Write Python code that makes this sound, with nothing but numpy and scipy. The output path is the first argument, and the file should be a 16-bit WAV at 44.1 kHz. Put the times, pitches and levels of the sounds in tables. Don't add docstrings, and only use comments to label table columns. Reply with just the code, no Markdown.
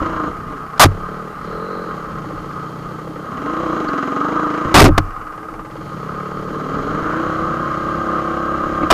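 import sys
import numpy as np
from scipy import signal
from scipy.fft import rfft, irfft, next_fast_len
from scipy.io import wavfile

SR = 44100
rng = np.random.default_rng(int(sys.argv[2]) if len(sys.argv) > 2 else 0)


def wrap_up_sound(samples):
    columns = np.atleast_2d(samples).T
    tamed = np.clip(columns, -1, 1)
    steps = np.round(tamed * 32767).astype(np.int16)
    wavfile.write(sys.argv[1], SR, steps)


def boost(x):
    u = np.asarray(x, float) / 20
    return 10 ** u


N = 393813


def rms_one(x):
    return x / np.sqrt(np.mean(x ** 2) + 1e-20)


def in_time(rows):
    s, *columns = np.transpose(rows)
    return [np.interp(np.arange(N) / SR, s, column) for column in columns]


def drift(rate_hz):
    r = np.exp(-2 * np.pi * rate_hz * 40 / SR)
    noise = rng.standard_normal(N // 40 + 2002)
    slow = signal.lfilter([1], [1, -2 * r, r * r], noise)[2000:]
    return np.interp(np.arange(N) / 40, np.arange(len(slow)), rms_one(slow))


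def resonator(hz, width_hz):
    r = np.exp(-np.pi * width_hz / SR)
    return [(1 - r * r) / 2, 0, (r * r - 1) / 2], [1, -2 * r * np.cos(2 * np.pi * hz / SR), r * r]


def resonate(x, modes):
    out = 0
    for k, (hz, width_hz, db) in enumerate(modes):
        b, a = resonator(hz, width_hz)
        out = out + (-1) ** k * boost(db) * signal.lfilter(b, a, x + 1e-18)
    return out


def glide(x, hz, width_hz):
    out, state = np.zeros(N), np.zeros(2)
    for i in range(0, N, 256):
        b, a = resonator(hz[i], width_hz)
        out[i:i + 256], state = signal.lfilter(b, a, x[i:i + 256], zi=state)
    return out


def low_pass(x, hz):
    return signal.sosfilt(signal.butter(2, hz, fs=SR, output="sos"), x)


def smear(x, lags_s, gain):
    size = next_fast_len(N + SR // 2)
    spectrum, hz = rfft(x, size), np.arange(size // 2 + 1) * SR / size
    for lag in lags_s:
        z = np.exp(-2j * np.pi * hz * lag)
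        spectrum = spectrum * (z - gain) / (1 - gain * z)
    return irfft(spectrum, size)[:N]


def count_cycles(firing_hz, bursts, fires_at, jitter):
    cycles = np.cumsum(firing_hz) / SR + jitter * drift(10)
    lead = -cycles[(np.array(fires_at) * SR).astype(int)] % 1 + np.arange(len(bursts))
    burst_ends = [burst[-1][0] + .3 for burst in bursts[:-1]]
    return cycles + lead[np.searchsorted(burst_ends, np.arange(N) / SR)]


def exhaust(pulses, firing_hz, pipe, header, boom, bark):
    spread = smear(pulses, [.0011, .0029], gain=.4)
    base_hz, climb, top_hz, boom_width, boom_db = boom
    keep = np.exp(-1 / (.1 * SR))
    lagging = signal.lfilter([1 - keep], [1, -keep], firing_hz)
    boom_hz = np.minimum(base_hz + climb * np.maximum(firing_hz, lagging), top_hz)
    first_chamber = glide(smear(pulses, [.0071, .0127], gain=.5), boom_hz, boom_width)
    boom_ring = glide(first_chamber, boom_hz, boom_width)
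    header_base, header_climb, header_width, header_db = header
    header_ring = boost(header_db) * glide(spread, header_base + header_climb * firing_hz, header_width)
    db_per_hz, even_hz = bark
    upper = (resonate(spread, pipe) - header_ring) * boost(db_per_hz * (firing_hz - even_hz))
    return rms_one(upper - boost(boom_db) * boom_ring)


def engine(speeds, bursts, pipe, header, boom, bark, fires_at, jitter, uneven_db):
    firing_hz, = in_time(np.vstack(speeds))
    level_db, = in_time(np.vstack(bursts))
    t = np.arange(N) / SR
    on = sum(np.clip(np.minimum(t - b[0][0], b[-1][0] - t) / .15 + 1, 0, 1) for b in bursts)
    level = on * boost(level_db)
    cycles = count_cycles(firing_hz, bursts, fires_at, jitter)
    fired = np.diff(np.floor(np.maximum.accumulate(cycles)), prepend=N) > 0
    strength = boost(uneven_db * rng.standard_normal(N)) * np.sqrt(SR / firing_hz)
    pulses = low_pass(fired * strength, 1500)
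    tone = exhaust(pulses, firing_hz, pipe, header, boom, bark)
    r = np.exp(-1 / (.012 * SR))
    puff = signal.lfilter([1], [1, -r], fired * boost(1.0 * rng.standard_normal(N)))
    puff *= np.minimum(25 / firing_hz, 1.5) ** 2.2
    return tone * level, puff, level, cycles


# (time [s], firing rate [Hz])
OWN_SPEED = [
    [(0, 30.4), (.3, 26.2), (.5, 21.5)],
    [(3.3, 16.4), (3.52, 28.6), (3.62, 31.8), (3.73, 30), (3.81, 23.9), (4.02, 20.5), (4.14, 23),
     (4.37, 28.1), (4.52, 26.9), (4.72, 30)],
    [(6.6, 18.6), (6.75, 22.9), (6.96, 25.8), (7.25, 31.4), (7.43, 32.9), (7.65, 34.2), (7.9, 34.1),
     (8.24, 33.1), (8.58, 34.1), (8.85, 33.8)],
]
# (time [s], level [dB])
OWN_LEVEL = [
    [(0, -24.5), (.3, -25.5), (.38, -75), (.5, -33)],
    [(3.3, -33.5), (3.46, -25), (3.75, -21), (3.9, -24), (4.38, -21.5), (4.52, -23), (4.72, -23.5)],
    [(6.6, -30), (6.9, -26.5), (7.25, -22.5), (7.5, -26), (8.2, -24.5), (8.85, -23.5)],
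]
# (centre [Hz], width [Hz], level [dB])
OWN_PIPE = [(161, 47, -2.5), (237, 13, -0.5), (487, 14.7, 5.5), (495, 31, -0.5), (639.5, 28, -3),
            (749, 38, -8), (863, 40, -11.5), (1080, 37, -16), (1270, 90, -22)]
# (base [Hz], rise [Hz per firing Hz], width [Hz], level [dB])
OWN_HEADER = (60, 14.3, 60, -2)
# (base [Hz], rise [Hz per firing Hz], highest [Hz], width [Hz], level [dB])
OWN_BOOM = (128, 6.5, 322, 36, 7)
# (growth [dB per firing Hz], firing rate where the change is none [Hz])
OWN_BARK = (0.026, 96)
OWN_FIRES = [.058, 4.161, 7.537]


def own_engine():
    return engine(OWN_SPEED, OWN_LEVEL, OWN_PIPE, OWN_HEADER, OWN_BOOM, OWN_BARK,
                  fires_at=OWN_FIRES, jitter=.002, uneven_db=.8)


WHINE_ORDERS = [2, 22, 32, 33, 35, 36, 38, 46, 47]
WHINE_DB = [-12, -14, -10, -8, -4, -1, -10, -14, -13]


def whine(cycles, level):
    firing_hz, = in_time(np.vstack(OWN_SPEED))
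    tones = sum(boost(db) * np.sin(2 * np.pi * k * cycles) for k, db in zip(WHINE_ORDERS, WHINE_DB))
    growth_db = np.minimum(2.0 * (firing_hz - 33), 1)
    return tones * level * boost(growth_db + 1.5 * drift(4.4))


# (time [s], firing rate [Hz])
IDLE_SPEED = [
    [(1.9, 15), (2.65, 15.1), (2.88, 14.7), (3.0, 11.8), (3.24, 11.3), (3.3, 16)],
    [(5.15, 18.5), (5.95, 18.4), (6.1, 17.6), (6.55, 17.4), (6.6, 17)],
]
# (time [s], level [dB])
IDLE_LEVEL = [
    [(1.9, -40), (2.3, -36.5), (2.7, -38), (3.2, -35)],
    [(5.2, -44.5), (5.6, -36), (6.2, -40), (6.55, -34)],
]
# (centre [Hz], width [Hz], level [dB])
IDLE_PIPE = [(476, 106, 0), (586, 145, -9.5), (830, 81, -13.5), (1200, 100, -9.5)]
# (base [Hz], rise [Hz per firing Hz], width [Hz], level [dB])
IDLE_HEADER = (400, 4.0, 80, -6)
# (base [Hz], rise [Hz per firing Hz], highest [Hz], width [Hz], level [dB])
IDLE_BOOM = (287, 1.47, 330, 47, 4.2)
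IDLE_FIRES = [2.305, 5.592]


def idling_engine():
    return engine(IDLE_SPEED, IDLE_LEVEL, IDLE_PIPE, IDLE_HEADER, IDLE_BOOM, (0, 0),
                  fires_at=IDLE_FIRES, jitter=.02, uneven_db=2)


# (time [s], firing rate [Hz])
AHEAD_SPEED = [
    [(.3, 30.3), (.7, 30.5), (.98, 35), (1.3, 38.5), (1.42, 31.5), (1.55, 42.1), (1.7, 47.4), (1.8, 45.4),
     (1.96, 34.9), (2.21, 28.8), (2.55, 29.6), (2.7, 31.3), (2.83, 30.1), (3.16, 34.3), (3.35, 33.8)],
    [(5.7, 16.3), (5.81, 22.5), (5.98, 30.6), (6.12, 35.5), (6.5, 37.2), (6.9, 38.9), (7.0, 38.8),
     (7.12, 36), (7.5, 29.3), (7.75, 29.5), (8.0, 33.5), (8.2, 35), (8.45, 37.3), (8.9, 36.6)],
]
# (time [s], level [dB])
AHEAD_LEVEL = [
    [(.35, -35.5), (.7, -37), (.98, -32), (1.28, -32.5), (1.36, -43), (1.45, -29.5), (1.65, -33.5),
     (1.95, -31.5), (2.3, -31), (2.7, -30), (3.35, -33.5)],
    [(5.7, -38), (5.85, -30.5), (6.1, -30), (6.5, -29), (6.95, -27), (7.1, -33.5), (7.5, -29.5), (8.0, -30),
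     (8.5, -36), (8.9, -33)],
]
# (centre [Hz], width [Hz], level [dB])
AHEAD_PIPE = [(300, 29, -4.5), (440, 34, 3), (586, 27, 1.5), (655, 40, -11.5), (900, 100, -12),
              (1280, 330, -10.5)]
# (base [Hz], rise [Hz per firing Hz], width [Hz], level [dB])
AHEAD_HEADER = (300, 3.4, 50, 0)
# (base [Hz], rise [Hz per firing Hz], highest [Hz], width [Hz], level [dB])
AHEAD_BOOM = (89, 2.02, 210, 79, 6.9)
# (growth [dB per firing Hz], firing rate where the change is none [Hz])
AHEAD_BARK = (0.71, 40)
AHEAD_FIRES = [1.684, 6.145]


def engine_ahead():
    return engine(AHEAD_SPEED, AHEAD_LEVEL, AHEAD_PIPE, AHEAD_HEADER, AHEAD_BOOM, AHEAD_BARK,
                  fires_at=AHEAD_FIRES, jitter=.002, uneven_db=.8)


# (centre [Hz], width [Hz], level [dB])
OWN_RASP = [(1990, 170, -19), (2820, 230, 0.5), (3174, 160, 5), (4000, 350, -2), (6630, 600, -8)]
# (centre [Hz], width [Hz], level [dB])
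AHEAD_RASP = [(3140, 100, 6.5), (4340, 630, -2), (6730, 500, -6.5)]


def rasp(level, puff, modes, db):
    noise = rng.standard_normal(N) * (1 + puff)
    return boost(db) * level * rms_one(resonate(resonate(noise, modes), [(3000, 9200, 0)]))


# (time [s], rattle length [s], rattle level before grip [dB], dull level [dB], dull swell length [s])
WHIPS = [(0.778, 0.0027, -26, -33, 0.00067), (.796, 0.041, 26, -3, 0.065), (4.742, 0.062, 4, 5.5, 0.047),
         (4.803, 0.05, 3, 14, 0.047), (4.862, 0.0087, -15, -7.5, 0.02), (4.979, 0.0053, -3, -5.5, 0.0013),
         (8.903, 0.001, -2.5, -25, 0.002), (8.907, 0.0087, -0.5, -7.5, 0.015), (8.925, 0.01, -8, -16, 0.01)]
# (centre [Hz], width [Hz], level [dB])
SHELL = [(650, 117, 0.5), (1178, 307, 0), (2620, 2150, -17), (4530, 1300, -16.5)]
# (centre [Hz], width [Hz], level [dB])
DULL = [(42, 23, -0.75), (107, 48, -0.17), (314.7, 95, -1.1)]


def whips():
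    t = np.arange(N) / SR
    rattle, dull = np.zeros(N), np.zeros(N)
    for s, length, rattle_db, dull_db, dull_length in WHIPS:
        since = t - s
        rattle += (since > 0) * boost(rattle_db - 2200 * np.maximum(since - length, 0))
        swell = np.clip(since / dull_length, 0, 1) ** 0.39
        dull += swell * boost(dull_db - 1600 * np.maximum(since - dull_length, 0))
    noise = rng.standard_normal((2, N))
    grip = boost(3.7 * drift(83))
    shell_ring = rms_one(resonate(noise[0], SHELL))
    return rattle * grip * shell_ring + dull * rms_one(resonate(noise[1], DULL))


# (time [s], strike [dB], extra for modes below 200 Hz [dB])
BUMPS = [(0.018, -12, -6.5), (0.849, -5, 3.5), (4.655, -12.5, -6), (4.808, 3, 5.5), (4.868, -10, -22),
         (4.889, 2.5, -9.5), (4.906, -13, 8.5), (4.986, -5, -3), (7.027, -18, -6), (7.272, -26, -1),
         (7.402, -31, 7), (7.98, -35, 8), (8.819, -20, -16), (8.833, -8, -20)]
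# (pitch [Hz], level [dB], time to fall 60 dB [s])
MOUNT = [(24, -18, 0.86), (40.2, -15, 0.42), (94.7, -1, 0.27), (141, -4.5, 0.16), (310, -1, 0.082),
         (552, -5.5, 0.038)]


def bumps():
    s, strike_db, deep_db = np.transpose(BUMPS)
    at = (s * SR).astype(int)
    spread_db = rng.normal(0, 1.5, (len(BUMPS), len(MOUNT)))
    out = 0
    for k, (hz, db, t60) in enumerate(MOUNT):
        clicks = np.zeros(N)
        clicks[at] = boost(strike_db + db + deep_db * (hz < 200) + spread_db[:, k])
        r, w = boost(-60 / (t60 * SR)), 2 * np.pi * hz / SR
        out = out + signal.lfilter([0, np.sin(w)], [1, -2 * r * np.cos(w), r * r], clicks + 1e-18)
    return low_pass(out, 1300)


# (peak time [s], half length [s], peak level [dB], centre [Hz], width [Hz])
SWELLS = [(1.7, .3, -52, 4100, 300), (3.888, .006, -38, 4350, 300), (7.15, .22, -28, 1400, 250),
          (8.835, .012, -32, 2100, 500)]


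def swells():
    t, noise, out = np.arange(N) / SR, rng.standard_normal(N), 0
    for s, half_s, db, hz, width in SWELLS:
        band = resonate(resonate(noise, [(hz, width, 0)]), [(hz, 2 * width, 0)])
        out = out + boost(db) * np.exp(-((t - s) / half_s) ** 2) * rms_one(band)
    return out


# (time [s], level [dB])
CLATTER_LEVEL = [(0, -22), (.4, -29.5), (1.3, -31), (1.7, -29.5), (3.2, -34), (3.5, -25), (4.7, -21.5),
                 (5.1, -30), (5.7, -36), (6.1, -29.5), (6.4, -30.5), (7.0, -24), (8.9, -24.5)]
# (centre [Hz], width [Hz], level [dB])
CASE = [(1044.4, 59, 1), (1245, 90, 8), (1604, 220, -5)]


def clatter(throb, clatter_db):
    noise = rng.standard_normal(N) * (1 + throb) * boost(1.5 * drift(6.8))
    ringing = low_pass(resonate(noise, CASE), 980)
    low_cut = signal.butter(4, 950, "high", fs=SR, output="sos")
    return boost(clatter_db) * rms_one(signal.sosfilt(low_cut, ringing))


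# (centre [Hz], width [Hz], level [dB])
RATTLE = [(1882, 443, 3), (2501, 428, 3), (2770, 477, 2), (4970, 1280, -5.5), (6680, 2200, -9)]


def metal_rattle(throb, clatter_db):
    rattle = resonate(rng.standard_normal(N) * (1 + 2 * throb) * boost(1.0 * drift(7.2)), RATTLE)
    rattle = resonate(rattle, RATTLE)
    rattle_db = -47.0 + 0.98 * (clatter_db + 29.5)
    return boost(rattle_db) * rms_one(rattle)


# (centre [Hz], width [Hz], level [dB])
DRONE = [(172, 120, -6.5), (318, 23, 0), (436, 26, -1.5), (637, 162, -7.5), (840, 114, -4.5)]


def low_drone(clatter_db):
    drone_db = -38 + .15 * (clatter_db + 30)
    return boost(drone_db) * rms_one(resonate(rng.standard_normal(N) * boost(1.3 * drift(29)), DRONE))


# (time [s], level [dB])
WIND_LEVEL = [(0, -32), (.45, -36), (1.3, -39), (3.9, -41), (4.3, -52), (4.9, -32), (5.25, -42), (6.4, -39),
              (7.25, -35), (7.8, -39), (8.9, -39)]


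def wind():
    wind_db, = in_time(WIND_LEVEL)
    lumps = boost(1.7 * drift(9.9) + 3 * drift(2.7))
    buffet = resonate(rng.standard_normal(N) * lumps, [(26.3, 12, 9), (63.6, 265, 2.6)])
    return boost(wind_db) * rms_one(low_pass(buffet, 300))


def scene():
    own, own_puff, own_level, cycles = own_engine()
    ahead, ahead_puff, ahead_level, _ = engine_ahead()
    idle, idle_puff, idle_level, _ = idling_engine()
    puffs = own_puff * own_level + ahead_puff * ahead_level + idle_puff * idle_level
    throb = 1.1 * puffs / (own_level + ahead_level + idle_level + .003)
    engines = own + ahead + idle + whine(cycles, own_level)
    engines = engines + rasp(own_level, own_puff, OWN_RASP, db=-24)
    engines = engines + rasp(ahead_level, ahead_puff, AHEAD_RASP, db=-23)
    clatter_db, = in_time(CLATTER_LEVEL)
    background = clatter(throb, clatter_db) + metal_rattle(throb, clatter_db) + low_drone(clatter_db) + wind()
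    return (engines + whips() + bumps() + swells() + background)[None]


def band_limit(x):
    return signal.sosfilt(signal.butter(12, 15970, fs=SR, output="sos"), x)


def record(dry):
    limit = 0.65
    clipped = limit * dry / (limit ** 8 + dry ** 8) ** (1 / 8)
    hiss = low_pass(boost(-56.5) * rng.standard_normal(dry.shape), 15400)
    top_cut = signal.cheby2(10, 50, 16100, fs=SR, output="sos")
    mix = signal.sosfilt(top_cut, clipped + hiss)
    return band_limit(mix)


dry = scene()
out = record(dry)
wrap_up_sound(out)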